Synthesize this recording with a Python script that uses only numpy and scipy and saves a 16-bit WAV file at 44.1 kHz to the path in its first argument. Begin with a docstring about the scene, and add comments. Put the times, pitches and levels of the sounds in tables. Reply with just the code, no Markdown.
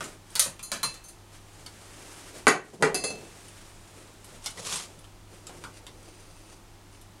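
"""Hands at a knitting machine.

In a small room a steel weight is unhooked and clinks against the needle bed, then is set down on
the bench: the board booms, and the weight rings against other weights and shifts. Small parts tick,
yarn is drawn through the carriage and a steel comb slides out, both catching and slipping.
Sleeves rustle; mains hum and a faint hiss lie underneath."""
import sys
import numpy as np
from scipy import signal
from scipy.fft import rfft, irfft, next_fast_len
from scipy.io import wavfile
from scipy.ndimage import uniform_filter1d

SR = 44100
rng = np.random.default_rng(int(sys.argv[2]) if len(sys.argv) > 2 else 0)


def transcribe(signal):
    """Save signal, clipped to [-1, 1], as a 16-bit WAV file at the path in sys.argv[1]."""
    frames = np.atleast_2d(signal).T
    limited = np.clip(frames, -1, 1)
    pcm = np.round(limited * 32767).astype(np.int16)
    wavfile.write(sys.argv[1], SR, pcm)


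N = 317520
T = np.arange(N) / SR
HIT_T = T[:SR]   # one second for each hit to die away

# Hits are voiced in four bands: bass, mid, treble, top.
BAND_EDGES_HZ, BAND_CENTRES_HZ = (70, 800, 3000, 8000, 16000), np.array([400, 1600, 5000, 10500])
BASE_TAIL_T60_S = (0.39, 0.32, 0.23, 0.21)   # hang in frame and room; each source scales it


def from_db(db):
    """Decibels to gain."""
    return 10 ** (np.asarray(db) / 20)


def unit_rms(x):
    """Scale to rms 1."""
    return x / np.sqrt(np.mean(x ** 2) + 1e-20)


def unit_attack(x):
    """Scale so that the first 12 ms have rms 1."""
    return x / np.sqrt(np.mean(x[:int(0.012 * SR)] ** 2) + 1e-20)


def decay(t60):
    """Envelope that falls 60 dB in t60 seconds."""
    return np.exp(-np.log(1000) * HIT_T / t60)


def band(x, low, high):
    """Causal band-pass."""
    return signal.sosfilt(signal.butter(2, [low, high], "band", fs=SR, output="sos"), x)


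def equalise(x, curve, resonances=(), width_hz=100):
    """Minimum-phase EQ: a curve with a bump at each resonance, both given as (f/Hz, level/dB)."""
    size = next_fast_len(len(x) // 2 + 1) * 2
    hz = np.maximum(np.arange(size // 2 + 1) * SR / size, 1)
    curve_hz, curve_db = np.transpose(curve)
    bumps = 1 + sum(from_db(db + 1.5) ** 2 / (1 + ((hz - f) / width_hz) ** 2) for f, db in resonances)
    gain = from_db(np.interp(np.log(hz), np.log(curve_hz), curve_db)) * np.sqrt(bumps)
    cepstrum = irfft(np.log(gain))
    cepstrum[1:size // 2] *= 2   # folded forward, so nothing rings ahead of a hit
    cepstrum[size // 2 + 1:] = 0
    return irfft(rfft(x, size) * np.exp(rfft(cepstrum)))[:len(x)]


def drift(rate):
    """Random wander that takes a new course rate times a second."""
    knots = rng.standard_normal(N // 50)
    return np.interp(T * rate, np.arange(len(knots)), knots)


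def add(track, t, sound):
    """Mix a sound into a track at t seconds."""
    start = round(t * SR)
    track[start:start + len(sound)] += sound[:N - start]


def octaves_above(hz):
    """Octaves by which bass, mid, treble and top lie above a pitch."""
    return np.log2(BAND_CENTRES_HZ / hz)


def swells(strokes, roundness):
    """Hiss and rub gains of strokes that speed up and slow down (roundness 1: a cusp, 2: a bell)."""
    hiss_power = rub_power = 0
    for t, rise_s, fall_s, hiss_db, rub_db in strokes:
        from_peak = np.maximum((t - T) / rise_s, (T - t) / fall_s)
        speed = np.exp(-np.minimum(from_peak, 10) ** roundness)
        hiss_power += (from_db(hiss_db) * speed) ** 2
        rub_power += (from_db(rub_db) * speed) ** 2
    return np.sqrt(hiss_power), np.sqrt(rub_power)


def friction(strokes, eq, roundness, slips_per_s, grain_db, flutter_db, resonances=(), width_hz=170):
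    """Surfaces catch and slip: fine grains on smooth noise, a dull rub below and a hiss above."""
    hiss, rub = swells(strokes, roundness)
    slips = (rng.random(N) < slips_per_s / SR) * rng.standard_normal(N)
    grainy = rng.standard_normal(N) + from_db(grain_db) * unit_rms(slips)
    flutter = from_db(flutter_db * drift(70))
    texture = equalise(grainy * flutter, eq, resonances, width_hz)
    return rub * unit_rms(band(texture, 107, 600)) + hiss * unit_rms(band(texture, 1400, 19000))


def hit(bands_db, eq, resonances, width_hz, crack_db, bounce_s, tail_scale):
    """One contact: a crack with quick rebounds, each with a dense tail that dies sooner in the treble."""
    crack = np.zeros(SR)
    gaps_s = rng.uniform(0.4, 1, 3) * bounce_s
    for bounce, t in enumerate(np.cumsum([0, *gaps_s])):
        crack[round(t * SR)] += from_db(-3.5 * bounce)
    build_up = 1 - np.exp(-HIT_T / 0.00023)
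    curtains = signal.butter(2, 11000, fs=SR, output="sos")   # they soak up the top octave
    out = 0
    for low, high, db, t60 in zip(BAND_EDGES_HZ, BAND_EDGES_HZ[1:], bands_db, BASE_TAIL_T60_S):
        reverb = rng.standard_normal(SR) * build_up * decay(t60 * tail_scale)
        tail = signal.sosfilt(curtains, signal.fftconvolve(crack, reverb)[:SR])
        contact = unit_attack(tail) + from_db(crack_db) * unit_attack(crack)
        body = equalise(contact, eq, resonances, width_hz)
        out += from_db(db) * unit_attack(band(band(body, low, high), low, high))
    return out


def struck(modes, favoured_hz, favour_db, tilt_db_per_oct=0):
    """The place of contact favours the modes near one pitch; a hard contact tilts them upward."""
    hz, db, t60 = np.transpose(modes)
    near = np.exp(-(np.log(hz / favoured_hz) / 0.005) ** 2)
    return np.transpose([hz, db + favour_db * near + tilt_db_per_oct * np.log2(hz / 6000), t60])


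def ring(modes, t60_scale, wet):
    """Modes ring on after the contact, and reflections make each one waver."""
    out = 0
    for hz, db, t60 in modes:
        direct = np.sin(2 * np.pi * (hz * HIT_T + rng.random()))
        narrow_noise = band(rng.standard_normal(2 * SR), hz - 25, hz + 25)[SR:]
        reflected = unit_rms(narrow_noise) * (1 - np.exp(-HIT_T / 0.008))
        out += from_db(db + rng.standard_normal()) * decay(t60 * t60_scale) * (direct + wet * reflected)
    return unit_attack(out * (1 - np.exp(-HIT_T / 0.0025)))


# Tone of the still room: f/Hz, level/dB
AIR_EQ = [(12, -41.5), (20, 4.5), (68, -9.5), (104, -8), (127, -25), (146, -9), (222, -15), (347, -11),
          (459, -19.5), (873, -16.5), (1120, -20.5), (1260, -20), (1570, -24), (9140, -30), (16000, -42.5)]
# Mains harmonics: f/Hz, rms level/dB
HUM_LINES = [(100, -59), (200, -74.5), (300, -86)]


def room_tone(air_db=-56):
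    """A bed of still air and hiss, with gently wavering mains hum."""
    air = equalise(rng.standard_normal(N), AIR_EQ)
    air *= from_db(air_db) / np.std(band(air, 164, 13400))   # level set above the rumble
    hum = sum(from_db(db) * np.sqrt(2) * np.sin(2 * np.pi * (hz * T + rng.random()))
              for hz, db in HUM_LINES)
    return air + hum * from_db(1.3 * drift(3.8))


# Soft rubbing tone, shared by sleeves, comb and shifting weights: f/Hz, level/dB
RUB_EQ = [(71, -31), (120, -11), (128, -7.5), (150, 1), (184, -9.5), (261, -4), (355, 1), (436, -1.5),
          (630, 0), (1010, -4), (1680, -10), (4230, -16), (9210, -14), (16000, -38)]
# Arm and hand moves: peak t/s, rise/s, fall/s, hiss level/dB, rub level/dB
SLEEVE_STROKES = [(0.03, 0.021, 0.1, -45, -44.5), (0.35, 0.072, .03, -52.5, -63),
                  (1.35, 0.043, .06, -54.5, -64), (1.61, 0.14, 0.051, -57, -60),
                  (2.2, 0.55, 0.24, -49, -53), (2.37, 0.046, 0.062, -48.5, -48),
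                  (3.4, 0.34, 0.57, -53.5, -59), (4.0, 0.13, 0.19, -56.5, -56.5),
                  (4.34, 0.098, 0.066, -52, -53), (4.95, 0.15, 0.13, -61, -57.5),
                  (5.35, 0.051, 0.077, -55, -55), (5.56, 0.12, 0.21, -55.5, -54),
                  (5.98, 0.2, 0.12, -67, -56)]


def sleeves():
    """Cloth rustles in soft swells as arms and hands move in their sleeves."""
    return friction(SLEEVE_STROKES, RUB_EQ, roundness=1.85, slips_per_s=540, grain_db=-11.5,
                    flutter_db=1.35)


# Steely sheen of the comb: f/Hz, level/dB
COMB_PEAKS = [(2650, 2), (4700, 6), (6100, 5), (9300, 6)]
# Comb slides: peak t/s, rise/s, fall/s, hiss level/dB, rub level/dB
COMB_STROKES = [(5.77, 0.028, 0.025, -51, -60), (6.08, 0.013, 0.045, -59, -53),
                (6.3, 0.39, 0.26, -57, -60.5), (6.51, 0.015, 0.045, -52.5, -56),
                (6.94, 0.023, .06, -57.5, -68)]


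def comb_slide():
    """The steel comb slides out along the bed, and the scrape excites its resonances."""
    return friction(COMB_STROKES, RUB_EQ, roundness=1.9, slips_per_s=310, grain_db=-6.5,
                    flutter_db=2.0, resonances=COMB_PEAKS)


# Tone of running yarn: f/Hz, level/dB
YARN_EQ = [(59, -19), (100, 1), (124, -6), (163, 3), (315, -15), (415, 0), (691, -0.5), (1250, 0.5),
           (1360, -7), (1800, -9.5), (3320, -7), (4670, -7.5), (6840, -6.5), (10200, -11), (16000, -42)]
# Yarn pulls: peak t/s, rise/s, fall/s, hiss level/dB, rub level/dB
YARN_STROKES = [(4.47, 0.035, 0.044, -42, -55), (4.6, 0.027, 0.06, -41, -41.5),
                (4.735, 0.094, 0.083, -33.5, -45.5)]


def yarn_pull():
    """Yarn drags through the carriage with a dense, grainy rasp."""
    return friction(YARN_STROKES, YARN_EQ, roundness=1.42, slips_per_s=940, grain_db=-4.5,
                    flutter_db=2.3)


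# Tone of a tick: f/Hz, level/dB
TICK_EQ = [(71, -46), (120, 8), (698, 1.5), (1030, 2), (2380, -5.5), (2930, -0.5), (3900, -8.5), (4880, -9),
           (8480, -13.5), (16000, -38)]
# Fingers touching needles, levers and comb, and dull thuds of the machine body: t/s, level/dB, f/Hz
TICK_CUES = [(0.007, -36.5, 1395), (0.0413, -44, 7100), (0.304, -55, 9400), (0.358, -33, 4500),
             (0.461, -40, 560), (0.5934, -45.5, 2570), (0.737, -43, 587), (0.832, -34, 1200),
             (1.6627, -44.5, 4560), (3.483, -51, 9700), (4.2446, -51, 11100), (4.443, -47, 9200),
             (4.4605, -33.5, 5360), (4.507, -48, 9500), (4.574, -45.5, 2020), (4.7252, -38, 3450),
             (4.758, -35, 8700), (4.991, -56.5, 10200), (5.0425, -55, 3100), (5.469, -45, 7450),
             (5.4944, -46, 590), (5.639, -41.5, 1440), (5.8666, -46, 3630), (6.0294, -60, 8400),
             (7.014, -56.5, 11200)]


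def ticks(below_db_per_oct=4.5, above_db_per_oct=3.5, note_db=-7.5, note_t60_s=0.055):
    """Light contacts of small parts and dull body thuds, each falling away on both sides of one quickly damped
    resonance."""
    out = np.zeros(N)
    for t, db, hz in TICK_CUES:
        octaves = octaves_above(hz)
        bands_db = db - np.maximum(-below_db_per_oct * octaves, above_db_per_oct * octaves)
        add(out, t, hit(bands_db, TICK_EQ, [(hz, 7)],
                        width_hz=270, crack_db=-0.5, bounce_s=0.0018, tail_scale=0.63))
        note = band(rng.standard_normal(SR), 0.96 * hz, 1.04 * hz) * decay(note_t60_s)
        add(out, t, from_db(db + note_db) * unit_attack(note))
    return out


# Resonances of the board under a sliding weight: f/Hz, level/dB
BOARD_PEAKS = [(195, 14.5), (420, 3.5)]
# Slides and rocks: peak t/s, rise/s, fall/s, hiss level/dB, rub level/dB
SHIFT_STROKES = [(2.66, .06, 0.25, -52, -53), (2.74, 0.0094, 0.018, -46.5, -34),
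                 (2.815, 0.013, 0.011, -52, -30), (3.17, 0.18, 0.14, -55, -45.5)]


def shifting_weights():
    """Weights shift and rock on the bench, rubbing the board into low resonance."""
    return friction(SHIFT_STROKES, RUB_EQ, roundness=1.2, slips_per_s=300, grain_db=-7.0,
                    flutter_db=1.5, resonances=BOARD_PEAKS, width_hz=15)


# Tone of steel on the needle bed: f/Hz, level/dB
CLINK_EQ = [(71, -53), (120, -27), (150, 8), (592, 1), (822, -17.5), (1050, -17), (2480, -12.5), (4230, -5),
            (5300, -8.5), (9590, 1.5), (16000, 3)]
# Ring of the steel weight, with the needle bed's own hollow modes in the three lowest rows: f/Hz, level/dB,
# base t60/s
WEIGHT_MODES = [(1055, -7, .24), (1235, -4, .14), (1390, -5, .14), (2089, -18, .21), (2632, -11, .49),
                (3085, -17, .24), (3424, -19, .24), (4134, -5, .33), (4490, -9, .23), (4872, -15, .33),
                (5615, -20, .35), (6282, -4, .22), (6918, -10, .28), (7531, -15, .3), (8328, -20, .39),
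                (8473, -18, .26), (8979, -5, .15), (9243, -3, .2), (9582, -11, .23), (9997, -7, .25),
                (11660, -10, .12), (13100, -19, .13), (14650, -23, .12)]
# Taps: t/s, contact level/dB, brightness/(dB per octave), ring level/dB, favoured f/Hz,
# ring time factor (low in a tight grip)
CLINK_CUES = [(0.3540, -36, 2.5, -38, 4490, .25), (0.3950, -23, 4.5, -36, 9243, 0.55),
              (0.6286, -54, 8.5, -39, 6918, 1.1), (0.7175, -35, -1, -41, 4872, 1.2),
              (0.8309, -36.5, .5, -28, 4134, 0.98), (0.9414, -52.5, -0.5, -51, 7531, .3),
              (1.0406, -65, 9, -50, 6282, 1.4), (1.085, -59, 6, -49, 8328, 0.53)]


def clinks():
    """The weight taps the needle bed as it is unhooked; a harder tap brightens contact and ring."""
    even_bands_db = np.array([-12.5, -1.5, 3, -2.5])   # band balance at zero brightness
    out = np.zeros(N)
    for t, contact_db, brightness, ring_db, favoured_hz, freedom in CLINK_CUES:
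        modes = struck(WEIGHT_MODES, favoured_hz, favour_db=6.5, tilt_db_per_oct=0.52 * brightness)
        clatter = [(hz, db + 11) for hz, db, _ in modes]
        bands_db = contact_db + even_bands_db + brightness * octaves_above(4700)
        add(out, t, hit(bands_db, CLINK_EQ, clatter,
                        width_hz=460, crack_db=0, bounce_s=0.0022, tail_scale=1.01))
        add(out, t, from_db(ring_db) * ring(modes, t60_scale=freedom, wet=0.32))
    return out


# Tone of steel on the bench: f/Hz, level/dB
KNOCK_EQ = [(59, -40), (100, -29), (150, -12.5), (249, -9.5), (289, -3), (335, -15), (433, -5), (471, -10),
            (721, -10), (1100, -14), (1950, -15.5), (3620, -23.5), (5900, -26), (6420, -24), (10000, -17.5),
            (16000, -49)]
# Boom of the bench board: f/Hz, level/dB, base t60/s
BOARD_MODES = [(160, -11, .45), (245, -8, .25), (283, -3, .19), (423, -2, .19), (506, -6, .24),
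               (601, -5, .24), (792, -8, .2), (965, -10, .28), (1234, -3, .27), (1394, -2, .2),
               (1537, -1, .24), (1681, -6, .22), (1890, -2, .22), (1947, -2, .23), (2037, -3, .24),
               (2385, -12, .28)]
# Ring of the weights touching on the bench: f/Hz, level/dB, base t60/s
STEEL_MODES = [(2067, -10, .35), (2634, -1, .5), (3427, -15, .35), (4134, -9, .33), (4253, -3, .38),
               (4637, -6, .36), (4867, -5, .3), (5055, -12, .35), (5378, -15, .3), (6267, -2, .33),
               (6377, -9, .33), (6640, -4, .17), (6930, -8, .28), (7214, -8, .28), (7354, -14, .4),
               (7531, -16, .45), (8349, -7, .27), (9211, -8, .27), (9688, -11, .32), (9980, -4, .22),
               (10400, -5, .14), (10850, -9, .13)]
# Landings: t/s, board level/dB, steel level/dB, ring level/dB, favoured f/Hz,
# ring time factor (low in a tight grip)
KNOCK_CUES = [(2.4690, -11, -19.5, -29, 4640, 0.28), (2.48, -20.5, -15, -35, 6640, 0.44),
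              (2.8247, -18.5, -25.5, -42, 8349, 0.16), (2.9450, -30, -30.5, -30, 4867, 1),
              (3.039, -33, -38, -30.5, 9980, 0.89), (3.104, -39, -42, -41.5, 4253, 0.15)]


def knocks(even_board_db=-18, hardening=0.75, free_top_db=2.5, grip_dulls_db=10.5, thump_hz=58):
    """The weight lands on the bench: the board booms, and the steel rings once the fingers let go."""
    thump = np.sin(2 * np.pi * thump_hz * HIT_T) * decay(0.077)   # the whole bench gives under a blow
    out = np.zeros(N)
    for t, board_db, steel_db, ring_db, favoured_hz, freedom in KNOCK_CUES:
        mid_db = board_db + hardening * (board_db - even_board_db)   # hit hard, mids outgrow the boom
        top_db = steel_db + free_top_db - grip_dulls_db * (1 - freedom)
        modes = struck(STEEL_MODES, favoured_hz, favour_db=7.5)
        clatter = [(hz, db + 7) for hz, db, _ in modes if hz > 3000]
        add(out, t, hit((board_db, mid_db, steel_db, top_db), KNOCK_EQ, clatter,
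                        width_hz=130, crack_db=1.5, bounce_s=0.003, tail_scale=0.83))
        add(out, t, from_db(mid_db) * ring(BOARD_MODES, t60_scale=0.73, wet=0.27))
        add(out, t, from_db(mid_db - 24) * thump)
        add(out, t, from_db(ring_db) * ring(modes, t60_scale=freedom, wet=0.27))
    return out


def scene():
    """Mono mix of rubbing textures and hits over the room tone."""
    textures = yarn_pull() + sleeves() + comb_slide() + shifting_weights()
    hits = clinks() + knocks() + ticks()
    return (room_tone() + textures + hits)[None]


def record(dry, threshold_db=-12.0, release_db_per_s=17, cutoff_hz=15800):
    """A limiter ducks on the hardest blow and recovers slowly; peaks are rounded and the top is cut."""
    power = uniform_filter1d(dry[0] ** 2, size=280)
    level_db = 10 * np.log10(np.maximum(power, 1e-12))
    over_db = np.maximum(level_db - threshold_db, 0)
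    release_db = release_db_per_s * T
    held_db = np.maximum.accumulate(over_db + release_db) - release_db
    gain_db = uniform_filter1d(-held_db, size=50)
    rounded = 1.355 * np.tanh(dry * from_db(gain_db) / 1.268)
    return signal.sosfilt(signal.ellip(10, 0.2, 75, cutoff_hz, fs=SR, output="sos"), rounded)


dry = scene()
out = record(dry)
transcribe(out)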